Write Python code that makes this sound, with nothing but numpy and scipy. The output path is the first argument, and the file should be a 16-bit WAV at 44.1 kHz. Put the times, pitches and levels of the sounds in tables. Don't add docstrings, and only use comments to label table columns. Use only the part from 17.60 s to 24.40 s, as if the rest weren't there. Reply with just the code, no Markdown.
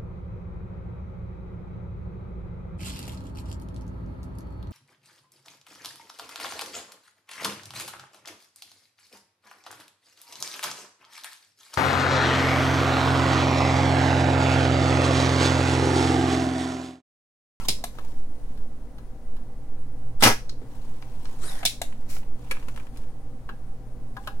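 import sys
import numpy as np
from scipy import signal
from scipy.fft import rfft, irfft
from scipy.io import wavfile
from scipy.ndimage import uniform_filter1d

SR = 44100
rng = np.random.default_rng(int(sys.argv[2]) if len(sys.argv) > 2 else 0)


def materialize(psi):
    bounded = np.clip(np.atleast_2d(psi).T, -1, 1)
    quanta = np.round(bounded * 32767).astype(np.int16)
    wavfile.write(sys.argv[1], SR, quanta)


N = 299880

SPLIT_HZ = 2500

# f/Hz, relative level/dB per Hz
FLOOR_SPECTRUM = [(10, 2.5), (20, 1.5), (30, -7.5), (45, -5), (65, -15.5), (85, -26), (150, -23),
                  (240, -25), (350, -31), (520, -30.5), (800, -36), (1400, -44), (3000, -54.5),
                  (9000, -57.5), (16000, -63)]
# f/Hz, likeness/(0 to 1)
LIKENESS = [(30, 0.92), (100, 0.7), (250, 0.87), (600, 0.87), (1500, 0.2), (4000, 0.05), (16000, 0.2)]
# f/Hz, level/dB
HUM_LINES = [(238, -57), (286, -60.5), (490, -63.5), (780, -67), (1464, -89.5), (1631, -100.5),
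             (1997, -80.5), (9523, -78.5)]
# t/s, relative level/dB
HUM_SWELL = [(0, -55), (1.8, -54.5), (2.25, -48), (2.9, -48.5), (3.7, -52), (6.8, -49)]
HUM_HZ = 118.8
# f/Hz, t60/s
ROOM_T60 = [(100, 0.16), (350, 0.21), (800, 0.13), (1600, 0.26), (4000, 0.22), (8000, 0.31), (15000, 0.19)]

# t/s, body level/dB, edge
# level/dB
BUMPS = [(0.083, -32, -70), (2.845, -63, -64), (3.014, -39, -64.5), (3.835, -41, -74)]
# f/Hz, relative level/dB per Hz
BUMP_COLOUR = [(50, -72), (100, 2.5), (200, -5.5), (450, -4.5), (800, -22.5), (2000, -29), (16000, -52)]
# start t/s, end t/s, level/dB
RUBS = [(0, 0.054, -43.5), (0.375, 0.53, -55), (0.75, 1.018, -63), (3.13, 3.636, -57.5),
        (3.648, 3.746, -53), (4.32, 4.655, -61.5), (4.845, 5.207, -55.5), (5.364, 5.4, -57.5),
        (6.64, 6.663, -55.5)]
# f/Hz, relative level/dB per Hz
HANDLING_COLOUR = [(275, 3.5), (500, -23.5), (900, 7.5), (1300, -5), (2000, -6.5), (3000, -6.5),
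                   (5000, -9.5), (9000, -10.5), (15300, -16.5)]
# start t/s, end t/s, level before cooling/dB
SIZZLE = (4.5, 4.575, -43)
# f/Hz, relative level/dB per Hz
SIZZLE_COLOUR = [(385, -28), (700, -8), (1300, -4), (2200, 1.5), (3300, -5), (5500, -1), (9500, -2.5),
                 (13000, -3.5), (15300, -6)]

# t/s, body level/dB, edge level/dB, relative ring level/dB
TAPS = [(0.385, -28, -52, -12), (0.974, -54, -60, 8), (1.382, -44.5, -58, 2), (1.765, -42, -58, -8),
        (5.890, -25, -54.5, -6.5), (6.5665, -32, -52, 9), (6.6725, -19.5, -41.5, -4)]
# f/Hz, relative level/dB per Hz
TAP_COLOUR = [(190, -51), (350, -11), (650, -11.5), (880, -6.5), (1100, 2.5), (1350, -3.5), (1620, -3.5),
              (1950, -20), (2400, -14.5), (2800, -6), (4000, -5), (5500, -12.5), (8500, -21), (11500, -8.5),
              (15300, -25)]
# f/Hz, half width/Hz, relative level/dB, t60/s
BOARD_MODES = [(805, 21, -11.5, 0.36), (1027, 28, -4, 0.1), (1210, 16, -8, 0.07), (1485, 22, -5, 0.041),
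               (1660, 19.4, -4, 0.13), (4170, 180, -29, 0.098)]
# t/s, body level/dB, edge level/dB, relative ring level/dB
NOZZLE = [(4.844, -55, -68, -6), (4.872, -49, -66, -8), (4.9105, -26.5, -29.5, 4), (4.9165, -32.5, -50, -4),
          (4.951, -45, -61, -5), (4.967, -39, -62, -4), (4.994, -49, -66, -12), (5.025, -45.5, -65, -6),
          (5.083, -35.5, -44.5, -16), (5.16, -41, -48.5, -12), (5.174, -39.5, -51, -10),
          (5.197, -41.5, -57, -6), (5.267, -46.5, -60, -11), (5.361, -48, -68, -12),
          (5.371, -53, -47.5, -13.5), (5.435, -53, -64, -9.5)]
# f/Hz, relative level/dB per Hz
NOZZLE_COLOUR = [(137, -22), (250, -11), (480, 1.5), (700, -12.5), (1000, 0.5), (1700, -3.5), (2050, -5),
                 (2450, -5), (3200, 3), (4500, 2.5), (7000, 0), (10800, 3), (13000, -5), (15300, -13)]
# f/Hz, half width/Hz, relative level/dB, t60/s
SEAT_MODES = [(495, 19, -16, 0.1), (1180, 70, -16, 0.08), (1680, 97, -8, 0.05), (2420, 190, 1.5, 0.031),
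              (2490, 410, -16, 0.089)]

# t/s, body level/dB, edge
# level/dB
TICKS = [(2.8934, -39.5, -43), (3.4235, -37, -59), (3.6536, -35.5, -50), (4.3236, -39.5, -71),
         (4.564, -33.5, -66), (4.6297, -44, -76)]
# f/Hz, relative level/dB per Hz
TICK_COLOUR = [(400, -9), (900, -4), (2000, -6), (3200, 2), (4400, 10), (6000, 1.5), (8000, -5),
               (11000, -11), (16000, -26)]
# t/s, body level/dB, edge level/dB, relative ring level/dB
ROD = [(0.2385, -25.5, -25, -4.5), (4.029, -24.5, -46, -5.5), (4.2153, -25, -24.5, -0.5)]
# f/Hz, relative level/dB per Hz
ROD_COLOUR = [(165, -11.5), (300, -12.5), (500, -16.5), (700, -7.5), (950, -11), (1350, -15), (1800, -20),
              (2700, -9.5), (3700, -2.5), (5600, -8.5), (8000, -6), (10000, -4), (13000, -10),
              (15300, -20.5)]
# f/Hz, half width/Hz, relative level/dB, t60/s
BARREL_MODES = [(700, 13, -0.5, 0.025), (772, 77, -23, 0.062), (1670, 40, -14, 0.033),
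                (2073, 27, -11.5, 0.02), (3800, 220, -10, 0.038)]

# catch t/s, body level/dB, edge level/dB, most shaken spring region f/Hz, push level/dB
COCKINGS = [(0.083, -17.5, -14, 4870, -59), (4.0507, -15, -11, 3560, -44.5)]
# f/Hz, relative level/dB per Hz
SEAL_COLOUR = [(154, 2.5), (280, -17), (600, -6), (1000, 7), (1700, 7), (2600, 0), (3700, 3.5), (5500, 1),
               (7500, 0.5), (9300, 2), (11000, -1), (13000, -5.5), (15300, -17)]
# multiple of the air resonance, half width/Hz, relative level/dB
CHAMBER = [(0.075, 200, -5.5), (.17, 350, -6.5), (0.521, 330, -9), (0.999, 1400, 3)]
# start t/s, end t/s, f/Hz
SQUEAK = (0.013, 0.026, 1340)
# f/Hz, relative level/dB per Hz
LATCH_COLOUR = [(82, -38.5), (150, -7.5), (450, -26), (720, -8), (1350, -20), (2100, -19.5), (3050, -5),
                (3650, -16), (4400, -9), (5500, 9), (8500, -1), (10500, 6.5), (12200, -2.5), (15300, 0)]
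# f/Hz, half width/Hz, relative level/dB, t60/s
SPRING_MODES = [(2580, 510, -16.5, 0.11), (3600, 200, -20, 0.053), (3690, 330, -17, 0.092),
                (4400, 490, -19, 0.12), (5140, 210, -17.5, 0.066), (6500, 1300, -18, 0.096),
                (8430, 1100, -17, 0.13), (10700, 630, -24, 0.18)]

# t/s, body level/dB, edge level/dB
PISTON = [(2.6238, -8.5, -15), (2.6295, -12.5, -18.5), (2.6355, -9.5, -6.5), (2.645, -18, -18),
          (2.652, -8, -14.5), (2.661, -8, -15), (2.672, -9, -15), (2.678, -15, -19), (2.687, -20, -22),
          (2.6995, -16, -27), (2.709, -21, -28), (2.721, -26, -32)]
# f/Hz, relative level/dB per Hz
SNAP_COLOUR = [(41, -5.5), (75, -18.5), (110, -15.5), (160, -5), (240, -9), (310, -1), (390, -6.5),
               (560, -3), (820, -1), (1150, -2), (1700, -1.5), (3000, -6), (4300, -8.5), (5600, -6.5),
               (7200, -13.5), (11000, -12.5), (15300, -22)]
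# f/Hz, half width/Hz, relative level/dB, t60/s
STOP_MODES = [(113.5, 9, -16.5, 0.17), (229, 12, -9.5, 0.099), (414, 8.5, -18, .12), (476, 14, -15.5, 0.11),
              (750, 4.1, -13, 0.1), (812, 10, -9.5, 0.097), (954, 11, -17, 0.11), (1312, 34, -18.5, 0.12),
              (1442, 10, -17.5, 0.075), (1670, 6.8, -14.5, 0.1), (2056, 25, -15, 0.11),
              (2498, 53, -19, 0.075), (5600, 220, -11.5, 0.13)]

STROKE_S, EASE_S = 0.215, 0.043
WHISTLE_HZ, WHISTLE_FALL_HZ, AIR_HZ, AIR_RISE_HZ = 4220, 1390, 7760, 2700
AIR_RISE_SPAN, AIR_AT, WHISTLE_AT, WHISTLE_SPAN = 0.16, 0.14, 0.38, 0.26
SEAL_SAG_DB, AIR_SAG_DB, CHAMBER_GROWTH_DB = 3.5, 36.5, 4


def from_db(db):
    return 10 ** (np.asarray(db) / 20)


def rms_one(x):
    return x / np.sqrt(np.mean(x ** 2) + 1e-20)


def at_hz(points, hz):
    f, value = np.transpose(points)
    return np.interp(np.log(np.maximum(hz, 1)), np.log(f), value)


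def butter(x, hz, kind, order=2):
    return signal.sosfilt(signal.butter(order, hz, kind, fs=SR, output="sos"), x)


def convolve(x, response):
    return signal.fftconvolve(np.atleast_2d(x), np.atleast_2d(response), axes=-1)[:, :N]


def balance(x, left_db):
    return x * from_db([[left_db / 2], [-left_db / 2]])


def impulse(colour, size=4096):
    cepstrum = irfft(np.log(from_db(at_hz(colour, np.fft.rfftfreq(size, 1 / SR)))))
    cepstrum[1:size // 2] *= 2
    cepstrum[size // 2 + 1:] = 0
    response = irfft(np.exp(rfft(cepstrum)))
    return response / np.linalg.norm(response)


def at_ports(alike, size=N, bass_hz=1100):
    hz = np.fft.rfftfreq(size, 1 / SR)
    apart = (1 - np.clip(alike, 0, 1)) * (.03 + .97 * hz ** 2 / (hz ** 2 + bass_hz ** 2))
    shared, own = rng.standard_normal(size), rng.standard_normal((2, size))
    delayed = np.roll(shared, 6)
    spectrum = np.sqrt(1 - apart) * rfft([shared, delayed]) + np.sqrt(apart) * rfft(own)
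    return irfft(spectrum, size)


def bell(f, hz, width_hz):
    return np.exp(-.5 * ((f - hz) / width_hz) ** 2)


def narrow_noise(hz, width_hz, size=N):
    spectrum = rfft(rng.standard_normal(size)) * bell(np.fft.rfftfreq(size, 1 / SR), hz, width_hz)
    return rms_one(irfft(spectrum, size))


def hum_line(hz, waver, width_hz):
    tone = np.sin(2 * np.pi * hz * np.arange(N) / SR)
    return rms_one(tone + waver * narrow_noise(hz, width_hz))


def glide(hz, width_hz):
    carrier = np.sin(2 * np.pi * np.cumsum(hz) / SR)
    return np.array([rms_one(narrow_noise(0, width_hz) * carrier) for port in range(2)])


def swell(start, end, db, attack_s, release_s):
    t = np.arange(N) / SR
    away = np.maximum(start - t, 0) / attack_s + np.maximum(t - end, 0) / release_s
    return db - 20 * np.minimum(away, 10)


def shaped(noise, envelope):
    return rms_one(noise * envelope) * np.sqrt(np.mean(envelope ** 2))


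def patchy(x, patchy_db, size=256):
    spectra = signal.stft(x, nperseg=size)[2]
    chance = rng.standard_normal(spectra.shape[1:])
    patch_bins = max(1, round(594.6 * size / SR))
    patch_frames = max(1, round(0.014 * SR * 2 / size))
    chance = uniform_filter1d(chance, patch_bins, axis=0)
    chance = uniform_filter1d(chance, patch_frames, axis=1)
    flare = rms_one(from_db(patchy_db * rms_one(chance)))
    return signal.istft(spectra * flare)[1][:, :N]


def rub(level_db, colour, grain_db, patchy_db, left_db):
    grain = rms_one(from_db(grain_db * narrow_noise(0, 83)))
    noise = patchy(convolve(grain * at_ports(0.18), impulse(colour)), patchy_db)
    return balance(from_db(level_db) * noise, left_db)


def blows(rows, colour, modes, contact_s, low_db, high_db, ring_db, alike, left_db, rise_s, chatter_db=0):
    t = np.arange(SR // 2) / SR
    size = len(t)
    freqs, response = np.fft.rfftfreq(size, 1 / SR), impulse(colour)
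    halves = [butter(response, SPLIT_HZ, kind, order=5) for kind in ("low", "high")]
    halves = [half / np.linalg.norm(half) for half in halves]
    attack = 1 - np.exp(-(t / rise_s) ** 2)
    out = np.zeros((2, N + SR))
    for s, body_db, edge_db, *own_ring_db in rows:
        crackle = from_db(0.5 * narrow_noise(0, 258, size))
        rattle = shaped(crackle * at_ports(alike, size), attack * np.exp(-t / contact_s))
        gains = from_db([body_db + low_db, edge_db + high_db])
        contact_response = sum(gain * half for gain, half in zip(gains, halves))
        blow = convolve(rattle, contact_response)[:, :size]
        chatter = from_db(chatter_db * narrow_noise(0, 140, size))
        drive = rfft(at_ports(alike, size))
        for hz, width_hz, db, t60 in modes:
            cluster = irfft(drive * bell(freqs, hz, width_hz), size)
            decay = attack * np.exp(-np.log(1000) * t / t60)
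            struck_db = body_db if hz < SPLIT_HZ else edge_db
            strength = from_db(struck_db + db + ring_db + sum(own_ring_db))
            blow += strength * shaped(cluster * chatter, decay)
        first = round(s * SR)
        out[:, first:first + size] += blow
    return balance(out[:, :N], left_db)


def background():
    hz = np.fft.rfftfreq(N, 1 / SR)
    alike = np.clip(at_hz(LIKENESS, hz), 0, 1)
    mid, side = rfft(rng.standard_normal((2, N))) * from_db(at_hz(FLOOR_SPECTRUM, hz)) * (hz > 10)
    air = rms_one(irfft(np.sqrt(1 + alike) * mid + np.sqrt(1 - alike) * side * [[1], [-1]], N))
    swell_t, swell_db = np.transpose(HUM_SWELL)
    hum_db = 1.5 + np.interp(np.arange(N) / SR, swell_t, swell_db)
    hum = from_db(hum_db) * hum_line(HUM_HZ, waver=0.41, width_hz=10.0)
    hum = hum + sum(from_db(db) * hum_line(f, waver=2.0, width_hz=14.8) for f, db in HUM_LINES)
    sway = from_db(-25.0) * narrow_noise(3.65, 1.89)
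    return balance(from_db(-37.0) * air + hum, left_db=2.0) + balance(sway, left_db=-2.0)


def room(x, build_s=0.0013):
    t, tail = np.arange(SR * 3 // 5) / SR, 0
    edges = np.geomspace(60, 17000, 9)
    for low, high in zip(edges, edges[1:]):
        band = butter(at_ports(0, len(t)), [low, high], "band")
        t60 = at_hz(ROOM_T60, np.sqrt(low * high))
        tail = tail + band * np.exp(-np.log(1000) * t / t60)
    tail = tail * (1 - np.exp(-t / build_s))
    return convolve(x, tail / np.linalg.norm(tail, axis=1, keepdims=True))


def bumps():
    return blows(BUMPS, BUMP_COLOUR, [], contact_s=0.036, low_db=-1.0, high_db=1, ring_db=0,
                 alike=0.48, left_db=0.5, rise_s=0.00077)


def hands():
    level_db = np.max([swell(*row, attack_s=0.17, release_s=0.22) for row in RUBS], axis=0)
    return rub(level_db, HANDLING_COLOUR, grain_db=2.0, patchy_db=2.0, left_db=1.5)


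def sizzle():
    cooling_db = 46 * np.maximum(np.arange(N) / SR - SIZZLE[0], 0)
    level_db = swell(*SIZZLE, attack_s=0.018, release_s=0.07) - cooling_db
    return rub(level_db, SIZZLE_COLOUR, grain_db=1.0, patchy_db=0.5, left_db=3.5)


def taps():
    return blows(TAPS, TAP_COLOUR, BOARD_MODES, contact_s=0.0079, low_db=-5.5, high_db=6, ring_db=-11.5,
                 alike=0.69, left_db=2.5, rise_s=0.00073)


def nozzle():
    return blows(NOZZLE, NOZZLE_COLOUR, SEAT_MODES, contact_s=0.0069, low_db=0.0, high_db=2.5, ring_db=-1,
                 alike=0.26, left_db=1.5, rise_s=0.00081)


def ticks():
    return blows(TICKS, TICK_COLOUR, [], contact_s=0.0047, low_db=-2.5, high_db=10.0, ring_db=0,
                 alike=0.52, left_db=2.0, rise_s=0.001)


def rod():
    return blows(ROD, ROD_COLOUR, BARREL_MODES, contact_s=0.005, low_db=-1.0, high_db=3.0, ring_db=7.0,
                 alike=0.67, left_db=2.0, rise_s=0.0016)


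def squeak():
    start, end, hz = SQUEAK
    fundamental = hum_line(hz, waver=0.406, width_hz=89)
    octave = from_db(-8) * glide(np.full(N, 2 * hz), width_hz=210)
    level_db = swell(start, end, -49, attack_s=0.045, release_s=0.028)
    return from_db(level_db) * (fundamental + octave)


def chamber_air(travel, level_db):
    air_hz = AIR_HZ + AIR_RISE_HZ * (1 - np.exp(-travel / AIR_RISE_SPAN))
    sag_db = AIR_SAG_DB * np.abs(travel - AIR_AT)
    air = 0
    for ratio, width_hz, db in CHAMBER:
        mode_db = level_db + db + CHAMBER_GROWTH_DB * travel - ratio * sag_db
        air = air + from_db(mode_db) * glide(ratio * air_hz, width_hz)
    return air


def leak_whistle(travel, level_db):
    squeeze = np.exp(-((travel - WHISTLE_AT) / WHISTLE_SPAN) ** 2)
    breaks = rms_one(from_db(5 * np.tanh(narrow_noise(0, 60))))
    tone = glide(WHISTLE_HZ - WHISTLE_FALL_HZ * travel, width_hz=120)
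    return from_db(level_db - 4.5) * squeeze * breaks * tone


def push(catch_s, push_db):
    start = catch_s - STROKE_S
    travel = np.clip((np.arange(N) / SR - start) / STROKE_S, 0, 1)
    level_db = swell(start, catch_s - EASE_S, push_db, attack_s=0.054, release_s=0.093)
    air = chamber_air(travel, level_db)
    whistle = leak_whistle(travel, level_db)
    seal_db = level_db + 1.0 - SEAL_SAG_DB * travel
    seal = rub(seal_db, SEAL_COLOUR, grain_db=2.2, patchy_db=1.8, left_db=3.5)
    return seal + patchy(air, patchy_db=2.0) + whistle


def latch(favour_db=8, favour_octaves=0.36):
    bounce_s, bounce_db = 0.0063, -6.5
    out = 0
    for s, body_db, edge_db, centre_hz, _ in COCKINGS:
        modes = []
        for hz, width_hz, db, t60 in SPRING_MODES:
            favour = np.exp(-(np.log2(hz / centre_hz) / favour_octaves) ** 2)
            modes.append((hz, width_hz, db + favour_db * favour, t60))
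        rows = [(s, body_db, edge_db), (s + bounce_s, body_db + 2 * bounce_db, edge_db + bounce_db)]
        out = out + blows(rows, LATCH_COLOUR, modes, contact_s=0.0034, low_db=1.0, high_db=5.0, ring_db=-0.5,
                          alike=0.28, left_db=0.5, rise_s=0.0024, chatter_db=-2.5)
    return out


def suction():
    first_knock_s = PISTON[0][0]
    level_db = swell(first_knock_s - 0.015, first_knock_s, -33.5, attack_s=0.0095, release_s=0.019)
    return rub(level_db, SEAL_COLOUR, grain_db=-2.0, patchy_db=4.5, left_db=3.0)


def snap():
    return blows(PISTON, SNAP_COLOUR, STOP_MODES, contact_s=0.012, low_db=-5.0, high_db=-0.5, ring_db=-4.0,
                 alike=0.14, left_db=0.5, rise_s=0.00035)


def scene():
    piston = snap()
    plunger = rod()
    board = nozzle() + taps()
    light_ticks = ticks()
    soft_bumps = bumps()
    pushes = sum(push(s, push_db) for s, *_, push_db in COCKINGS)
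    pump = latch() + plunger + light_ticks
    echoes = room(from_db(-10) * piston + from_db(-8.5) * pump + from_db(-11.0) * board)
    contacts = piston + pump + board + soft_bumps + echoes
    seal_sounds = pushes + squeak()
    friction = suction() + sizzle() + hands()
    return contacts + seal_sounds + friction + background()


def record(dry):
    rounded = 1.1 * np.tanh(dry / 1.1)
    return signal.sosfilt(signal.ellip(10, .2, 80, 16000, fs=SR, output="sos"), rounded)


dry = scene()
out = record(dry)
materialize(out)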